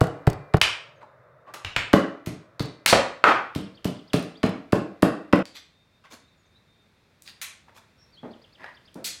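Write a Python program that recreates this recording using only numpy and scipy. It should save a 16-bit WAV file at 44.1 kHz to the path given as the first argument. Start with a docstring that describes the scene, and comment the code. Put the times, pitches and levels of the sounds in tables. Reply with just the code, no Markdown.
"""A metal mallet pounds raw chicken on a wooden board: the studs slap and squelch, the board thuds,
crockery rings along, and a hard-walled porch answers each blow. Kitchenware clacks in between.
Then the porch's air falls away and firewood is scraped and knocked onto a pile in a quiet yard.
Board, mallet and crockery are decaying sine modes; slaps, knocks and scrapes are filtered noise.
A small distant bird chirps now and then in gliding tones, over outdoor hiss and a faint insect."""
import sys
import numpy as np
from scipy import signal
from scipy.fft import rfft, irfft
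from scipy.io import wavfile
from scipy.ndimage import uniform_filter1d

SR = 44100
rng = np.random.default_rng(int(sys.argv[2]) if len(sys.argv) > 2 else 0)


def dump_mix(stems):
    """Bounce the given channels to the path in sys.argv[1] as a 16-bit WAV at rate SR."""
    frames = np.atleast_2d(stems).T  # one column per channel
    limited = np.clip(frames, -1, 1)  # hard clip at full scale
    pcm = np.round(limited * 32767).astype(np.int16)
    wavfile.write(sys.argv[1], SR, pcm)


N = 405700
TIME = np.arange(N) / SR
TAIL = np.arange(int(.9 * SR)) / SR  # time axis of one hit and its decay


def amp(db):
    return 10 ** (np.asarray(db) / 20)


def sized(x, db):
    """Gives x the energy of a hundredth of a second at level db."""
    return amp(db) * x * np.sqrt(SR / 100 / (np.sum(x ** 2) + 1e-20))


def read(points, hz):
    """A curve joined by straight lines over log frequency."""
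    freqs, values = np.transpose(points)
    return np.interp(np.log(hz + 1), np.log(freqs), values)


def add(mix, start_s, sound):
    """Places a sound; whatever still rings at a stop is ducked there."""
    # abrupt drops in the ringing: time_s, drop_db
    stops = [(.586, -16.5), (5.426, -19.5)]
    t = start_s + np.arange(len(sound)) / SR
    for stop_s, drop_db in stops:
        if start_s < stop_s:
            sound = sound * amp(drop_db * np.clip((t - stop_s) / .002, 0, 1))
    part = mix[max(round(start_s * SR), 0):][:len(sound)]
    part += sound[:len(part)]


def colour(x, db_at, size=2048):
    """Minimum-phase EQ shaped like db_at(hz); it keeps the energy of white noise."""
    db = db_at(abs(np.fft.fftfreq(size, 1 / SR)) + 1)
    log_gain = np.log(amp(np.maximum(db - db.max(), -90)))
    taps = np.fft.ifft(np.exp(np.conj(signal.hilbert(log_gain)))).real[:size // 2]
    return signal.fftconvolve(x, taps / np.linalg.norm(taps))[:len(x)]


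def hump(centre_hz, bass_slope, treble_slope, top_hz=12000, bass_hz=95):
    """EQ curve of a small, heavily damped object: one broad peak, slopes in dB per octave."""
    def db_at(hz):
        octaves = np.log2(hz / centre_hz)
        skirts = amp(-bass_slope * octaves) ** 2 + amp(treble_slope * octaves) ** 2
        edges = (1 + (hz / top_hz) ** 4) * (1 + (bass_hz / hz) ** 4)
        return -10 * np.log10(skirts * edges)
    return db_at


def ribbed(db_at, ring_hz, ring_db, ripple_db=2.4):
    """Adds one strong resonance, and the many weak ones that change with the point of contact."""
    ripple = np.c_[np.geomspace(300, 17000, 90), ripple_db * rng.standard_normal(90)]
    return lambda hz: db_at(hz) + read(ripple, hz) + ring_db / (1 + ((hz / ring_hz - 1) / .14) ** 2)


def burst(envelope):
    """Noise under an envelope, with a flattened spectrum and unit energy."""
    x = rng.standard_normal(len(envelope)) * envelope
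    for _ in range(3):
        flat = irfft(np.exp(1j * np.angle(rfft(x))), len(x))
        x = flat * (envelope > .02) * envelope ** .25
    return x / np.linalg.norm(x)


def crackle(decay_s, pops_per_s=1500):
    """Tiny uneven pops in a dying fizz, with unit energy."""
    pops = rng.standard_normal(len(TAIL)) * (.3 + (rng.random(len(TAIL)) < pops_per_s / SR))
    pops *= np.exp(-TAIL / decay_s)
    return pops / np.linalg.norm(pops)


def mode(hz, t60_s):
    """One resonance ringing out."""
    return np.sin(2 * np.pi * hz * TAIL) * np.exp(-np.log(1000) * TAIL / t60_s)


def excite(drive, response):
    """Plays drive through an impulse response, keeping its length."""
    return signal.fftconvolve(drive, response)[:len(drive)]


def porch(build_s=.0046, hold_s=.016):
    """Dense reflections of unit energy: they build, hold briefly, then each band dies at its own rate."""
    # reverb time between the hard walls: band_hz, t60_s
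    decay_times = [(60, 0.26), (260, 0.42), (700, 0.45), (1800, 0.47), (4800, 0.39), (9000, 0.33),
                   (15000, 0.082)]
    hz, t, bands = signal.stft(burst(np.ones(len(TAIL))), SR, nperseg=256)
    age_s = np.hypot(t, hold_s) - hold_s
    bands = bands * amp(-60 * age_s / read(decay_times, hz)[:, None])
    tail = signal.istft(bands, SR, nperseg=256)[1][:len(TAIL)]
    tail *= 1 - np.exp(-TAIL / build_s)
    return tail / np.linalg.norm(tail)


def noise_bed(db_at, levels):
    """Noise of a given spectrum riding a fader curve of (time_s, level_db)."""
    x = irfft(rfft(rng.standard_normal(N)) * amp(db_at(np.fft.rfftfreq(N, 1 / SR))), N)
    return x / x.std() * amp(np.interp(TIME, *np.transpose(levels)))


def yard_air(level_db=-65.5):
    """Soft outdoor hiss over a low rumble."""
    # tone of the open yard: band_hz, relative_db
    spectrum = [(18, -46.5), (30, -16), (98, -0.5), (121, -5.5), (157, -3.5), (280, -11.5), (666, -15),
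                (721, -17.5), (1720, -18.5), (2610, -18.5), (2980, -28), (3580, -19.5), (6550, -33),
                (16000, -43.5)]
    # its slow drift: time_s, gain_db
    drift = [(0, -0.5), (1.4, -9.5), (4, 3.5), (5.7, 1), (9.2, 5.5)]
    return amp(level_db) * noise_bed(lambda hz: read(spectrum, hz), drift)


def porch_air():
    """Hollow room tone that falls away after the last blow."""
    # tone of the porch: band_hz, relative_db
    spectrum = [(30, -19.5), (70, -6), (130, 9), (250, -13.5), (430, 0.5), (620, 8), (800, -7), (1200, 1.5),
                (2000, -10.5), (3200, -32), (8000, -41.5)]
    # its fade: time_s, level_db
    fade = [(0, -49), (1.05, -56), (2.5, -58), (5.301, -67.5), (5.599, -90), (9.2, -76)]
    return noise_bed(lambda hz: read(spectrum, hz), fade)


def insect(pitch_hz=3644, width_hz=9, start_s=5.66, end_s=6.86, fade_s=.22, song_db=-75, faint_db=-88):
    """A thin tone of narrow-band noise that swells once and is otherwise faint."""
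    song = [(start_s - fade_s, faint_db), (start_s, song_db),
            (end_s, song_db), (end_s + fade_s, faint_db)]
    return noise_bed(lambda hz: -20 * np.log10(1 + ((hz - pitch_hz) / width_hz) ** 2), song)


def chirp(length_s, pitches_hz, rasp_hz, jitter_samples=30):
    """A slightly detuned note gliding through three pitches; quick jitter makes it rasp."""
    u = np.linspace(0, 1, int(length_s * SR))
    jitter = uniform_filter1d(rng.standard_normal(len(u)), jitter_samples) * np.sqrt(jitter_samples)
    glide_hz = np.polyval(np.polyfit([0, .5, 1], pitches_hz, 2), u)
    hz = glide_hz * rng.uniform(.94, 1.01) + rasp_hz * jitter
    return np.sin(2 * np.pi * np.cumsum(hz) / SR) * np.sin(np.pi * u)


def bird(syllable_s=.109, wet_db=-8):
    """A distant bird: single whistles, and trills whose syllables flick up, then drop low."""
    # trills: start_s, end_s, level_db
    trills = [(3.631, 4.12, -50), (8.3, 8.91, -52)]
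    # whistles: start_s, level_db, length_s, pitch_hz, glide_octaves
    whistles = [(0.95, -73.5, 0.053, 6720, -.17), (4.349, -49.5, 0.019, 3510, 0.39),
                (4.367, -52, 0.021, 4750, 0.21), (6.273, -64.5, 0.029, 3940, .2),
                (6.366, -74.5, .065, 7220, -0.11), (6.45, -73, .03, 6700, -.15),
                (6.545, -58.5, .04, 3850, .2), (7.975, -58.5, 0.098, 5720, -.03),
                (8.12, -55, .055, 4450, -.39), (8.165, -49.5, 0.047, 3440, 0.21)]
    out = np.zeros(N)
    for start_s, end_s, db in trills:
        for onset_s in np.arange(start_s, end_s, syllable_s):
            add(out, onset_s + .0044, amp(db - 4.5) * chirp(.021, (4054, 4750, 5600), rasp_hz=110))
            add(out, onset_s + .029, amp(db) * chirp(.018, (4050, 3300, 2680), rasp_hz=81))
    for start_s, db, length_s, hz, glide_octaves in whistles:
        step = 2 ** (glide_octaves / 2)
        note = chirp(length_s, (hz / step, hz, hz * step), rasp_hz=.02 * hz, jitter_samples=60)
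        add(out, start_s, amp(db) * note)
    return out + amp(wet_db) * excite(out, porch())


def contacts(rows, envelope, bass_slope, treble_slope, ring_db, wet_db, ripple_db=2.4):
    """Each contact is a noise burst and its reflections, coloured by the object's resonances."""
    out = np.zeros(N)
    for start_s, db, length_s, ring_hz, top_hz in rows:
        drive = burst(envelope(TAIL / length_s))
        drive = drive + amp(wet_db) * excite(drive, porch())
        steepening = (1000 / ring_hz) ** .16  # large, low objects lose their bass faster
        body = hump(ring_hz, bass_slope * steepening, treble_slope, top_hz)
        sound = colour(drive, ribbed(body, ring_hz, ring_db, ripple_db))
        add(out, start_s, sized(sound, db) * np.hypot(1, amp(wet_db)))
    return out


def knock(u):
    """Envelope of a hard contact: it chatters evenly, then ends."""
    return 1 / (1 + u ** 5)


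def rub(u, grain_db=3):
    """Envelope of a rub: it swells and fades, catching on the grain."""
    catches = np.repeat(rng.standard_normal(len(u)), 90)[:len(u)]
    return np.sin(np.pi * np.minimum(u, 1) ** .8) * amp(grain_db * catches)


def scrapes():
    """Short, grainy friction as things slide, first on the porch, then at the woodpile."""
    # slides and rubs: start_s, level_db, length_s, resonance_hz, top_hz
    scuffs = [(1.005, -41.5, 0.047, 930, 950), (1.46, -40, 0.082, 1120, 860),
              (5.541, -38, 0.071, 4150, 3925), (6.035, -47.5, 0.0485, 1000, 2800),
              (6.1, -40.5, 0.076, 260, 7100), (7.25, -39.5, 0.074, 4396, 3930),
              (7.675, -50, .03, 896, 1410), (7.745, -46.5, 0.061, 940, 6000),
              (8.575, -34, 0.16, 1790, 1040)]
    return contacts(scuffs, rub, bass_slope=6.5, treble_slope=1.9, ring_db=8.5, wet_db=-6.5,
                    ripple_db=3.2)


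def firewood():
    """Logs land on the pile with heavily damped knocks."""
    # knocks: start_s, level_db, length_s, resonance_hz, top_hz
    logs = [(7.222, -51.5, 0.00197, 7530, 13000), (7.4146, -30, 0.0295, 2120, 16040),
            (8.231, -32, 0.039, 216, 770), (8.943, -55, 0.00211, 4990, 12140),
            (8.955, -34, 0.046, 190, 660), (9.043, -25.5, 0.046, 4130, 9700)]
    return contacts(logs, knock, bass_slope=10.8, treble_slope=3.2, ring_db=4, wet_db=-2.5)


def kitchenware():
    """Hard kitchenware clacks as it is set down and knocked together."""
    # clacks: start_s, level_db, length_s, resonance_hz, top_hz
    clacks = [(.6143, -11.5, 0.0038, 2694, 5050), (1.538, -35, 0.014, 1200, 14000),
              (1.6472, -29, 0.0033, 2875, 3200), (1.763, -18, 0.0044, 2500, 3146),
              (2.8608, -14, 0.0036, 2300, 13000), (2.878, -14.5, 0.043, 4350, 7500),
              (2.927, -7.5, 0.0086, 560, 2700), (3.2398, -7.5, .003, 1450, 1836),
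              (3.268, -10, 0.041, 1170, 1786), (4.227, -48, 0.0022, 5000, 11200),
              (5.4546, -43, .0012, 4400, 6000)]
    return contacts(clacks, knock, bass_slope=4.2, treble_slope=5, ring_db=7.5, wet_db=-2)


def table_thumps():
    """The table booms in one low mode when something is set down, and the porch holds the note."""
    # thumps: start_s, level_db
    thumps = [(.6143, -31.5), (1.648, -33), (1.765, -29.5), (2.926, -22.5)]
    out = np.zeros(N)
    for start_s, db in thumps:
        thump = mode(119.9 * rng.uniform(.75, 1.4), t60_s=.081)
        add(out, start_s, sized(thump + excite(thump, porch()), db))
    return out


def crockery(force):
    """Crockery on the table rings along with a blow."""
    # crockery modes: pitch_hz, t60_s, level_db
    modes = [(287, 0.71, -18.5), (328, 0.55, -14), (675, 1.3, -38.5), (813.5, 0.49, -20), (1000, .9, -45),
             (1100, 0.19, -52), (1340, 0.94, -34.5), (1910, 0.88, -32.5)]
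    ring = sum(amp(db) * mode(hz, t60_s) for hz, t60_s, db in modes)
    return excite(force / force.sum(), ring)


def smacks():
    """After a blow the wet meat lets go of the studs in two short crackles."""
    # releases: delay_s, relative_db
    releases = [(0.0304, -7.5), (.061, -13.5)]
    out = np.zeros(len(TAIL))
    for delay_s, db in releases:
        smack = colour(crackle(decay_s=.0028), ribbed(hump(3800, 4.6, 4.4), ring_hz=4300, ring_db=4.2))
        out += np.pad(sized(smack, db), (round(delay_s * SR), 0))[:len(TAIL)]
    return out


def squelch(sink_s, wet_db, release_s=.0023):
    """The meat squelches as the head sinks in, swelling until the board is reached."""
    swell = np.minimum(TAIL / sink_s, 1) ** 3.4
    release = np.exp(-np.maximum(TAIL - sink_s, 0) / release_s)
    return colour(burst(swell * release) + amp(wet_db) * porch(), hump(1150, 7, 15))


def meat_tone(tilt_db, pocket_hz, pocket_db):
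    """EQ curve of slapped meat, with the resonance of the air pocket under the head."""
    # wet meat: band_hz, relative_db
    spectrum = [(300, -16), (1000, 5), (2600, -1), (4300, 0), (6000, -5.5), (9000, -10), (13000, -12.5),
                (16000, -19.5)]
    return ribbed(lambda hz: read(spectrum, hz) + tilt_db * np.log2(hz / 3000 + .1), pocket_hz, pocket_db)


def board_thud(force, distance, push_db, wet_db):
    """The push rings the board and table; the walls return all but the deepest bass."""
    # board and table modes: pitch_hz, t60_s, close_db, far_db
    modes = [(45, 0.15, -23, -42.5), (122, .045, 1.5, -11), (188, 0.077, -13, -5),
             (296.9, 0.053, -19.5, -0.5), (467, 0.056, -11, -6.5), (598, 0.039, -13, -2),
             (764, 0.015, -3, -2.5), (1094, 0.02, -10, 0), (1475, 0.012, -6.5, 2), (1870, 0.027, -20.5, -2),
             (2840, 0.02, -10.5, 1)]
    hz, t60_s, close_db, far_db = np.transpose(modes)
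    polarity = -(-1) ** np.arange(len(hz))
    gains = polarity * amp(close_db + distance * (far_db - close_db))
    wood = sum(gain * mode(pitch * rng.uniform(.89, 1.054), decay)
               for gain, pitch, decay in zip(gains, hz, t60_s))
    # close blows keep their deep bass; farther ones sound thinner
    low_cut = signal.butter(2, 15 + distance * 36, "high", fs=SR, output="sos")
    thud = sized(signal.sosfilt(low_cut, excite(force, wood)), push_db)
    walls = signal.sosfilt(signal.butter(1, 130, "high", fs=SR, output="sos"), porch())
    return thud + amp(wet_db) * excite(thud, walls)


def mallet_ring(distance, far_db=-13):
    """The metal head rings clearly on close blows and faintly on farther ones."""
    # head modes: pitch_hz, t60_s, level_db
    modes = [(2030, 1.6, -21), (2380, 1.4, -23.5), (3000, .16, -14.5), (3950, .12, -20.5),
             (4440, 0.43, -23)]
    ring = sum(amp(db) * rng.uniform(.77, 1) * mode(hz, t60_s) for hz, t60_s, db in modes)
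    return amp(distance * far_db) * ring


def pounding(firm_db=-8, slap_s=.0016):
    """The mallet's studs slap the wet meat; a moment later the squeezed meat pushes the board."""
    # blows: start_s, push_db, distance, slap_db, tilt_db_per_octave, pocket_hz
    # distance 0 is close, deep and dry; 1 is farther, brighter and more echoing
    blows = [(.009, -8.5, 0.35, -33.5, 1.2, 1740), (0.2699, -8, 0.021, -34, -1, 1900),
             (.539, -8, 0.24, -32.5, -4.5, 2150), (1.9322, -5.5, 1, -24, -2, 1720),
             (2.262, -25, 0.8, -39, 2.5, 2300), (2.596, -20.5, 0.6, -32.5, -1.5, 4200),
             (3.551, -22.5, 0.8, -37, 0, 3090), (3.8457, -19, 0.77, -35, 1.6, 3000),
             (4.134, -14.5, .82, -27.5, 0, 2760), (4.432, -13.5, .9, -27.5, -4.5, 2630),
             (4.7241, -11, 0.8, -33, -.5, 2700), (5.024, -8.5, 0.99, -30, -0.5, 10500),
             (5.328, -7.5, 1, -28, -4.5, 2760)]
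    out = np.zeros(N)
    for start_s, push_db, distance, slap_db, tilt_db, pocket_hz in blows:
        # softer blows sink more slowly, sound duller and linger more
        softness_db = firm_db - push_db
        sink_s = .004 * amp(softness_db) ** .3
        contact_s = .00017 * amp(softness_db) ** .78
        wet_db = -11 + 7 * distance + .32 * softness_db
        force = TAIL / contact_s * np.exp(-TAIL / contact_s)
        impact = board_thud(force, distance, push_db, wet_db)
        impact += amp(push_db - 2) * distance * crockery(force)
        impact += amp(slap_db + 2) * mallet_ring(distance)
        add(out, start_s + sink_s, impact)
        add(out, start_s, sized(squelch(sink_s, wet_db), push_db - 19 - .2 * softness_db))
        # the first touch slaps, then juice spits out from under the head
        tone = meat_tone(tilt_db, pocket_hz, pocket_db=10 - 1.5 * distance)
        slap = burst(TAIL / slap_s * np.exp(-TAIL / slap_s)) + amp(wet_db + 1) * porch()
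        add(out, start_s - slap_s, sized(colour(slap, tone), slap_db + 2.5))
        juice = crackle(decay_s=.0034) + amp(wet_db + 1) * porch()
        add(out, start_s + sink_s + .002, sized(colour(juice, tone), slap_db - 2))
        add(out, start_s, amp(slap_db - 12 * distance) * smacks())
    return out


def scene():
    """All layers, panned to the centre."""
    mono = pounding() + table_thumps() + bird()
    mono += yard_air() + porch_air() + insect()
    mono += kitchenware() + firewood() + scrapes()
    return np.array([mono, mono])


def record(dry, ceiling=.9, cutoff_hz=16300):
    """A soft clip rounds the loudest peaks, then a steep low-pass trims the top."""
    rounded = dry / (1 + (dry / ceiling) ** 6) ** (1 / 6)
    low_pass = signal.firwin(511, cutoff_hz, window=("kaiser", 9), fs=SR)
    return signal.oaconvolve(rounded, low_pass[None], "same")


dry = scene()
out = record(dry)
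dump_mix(out)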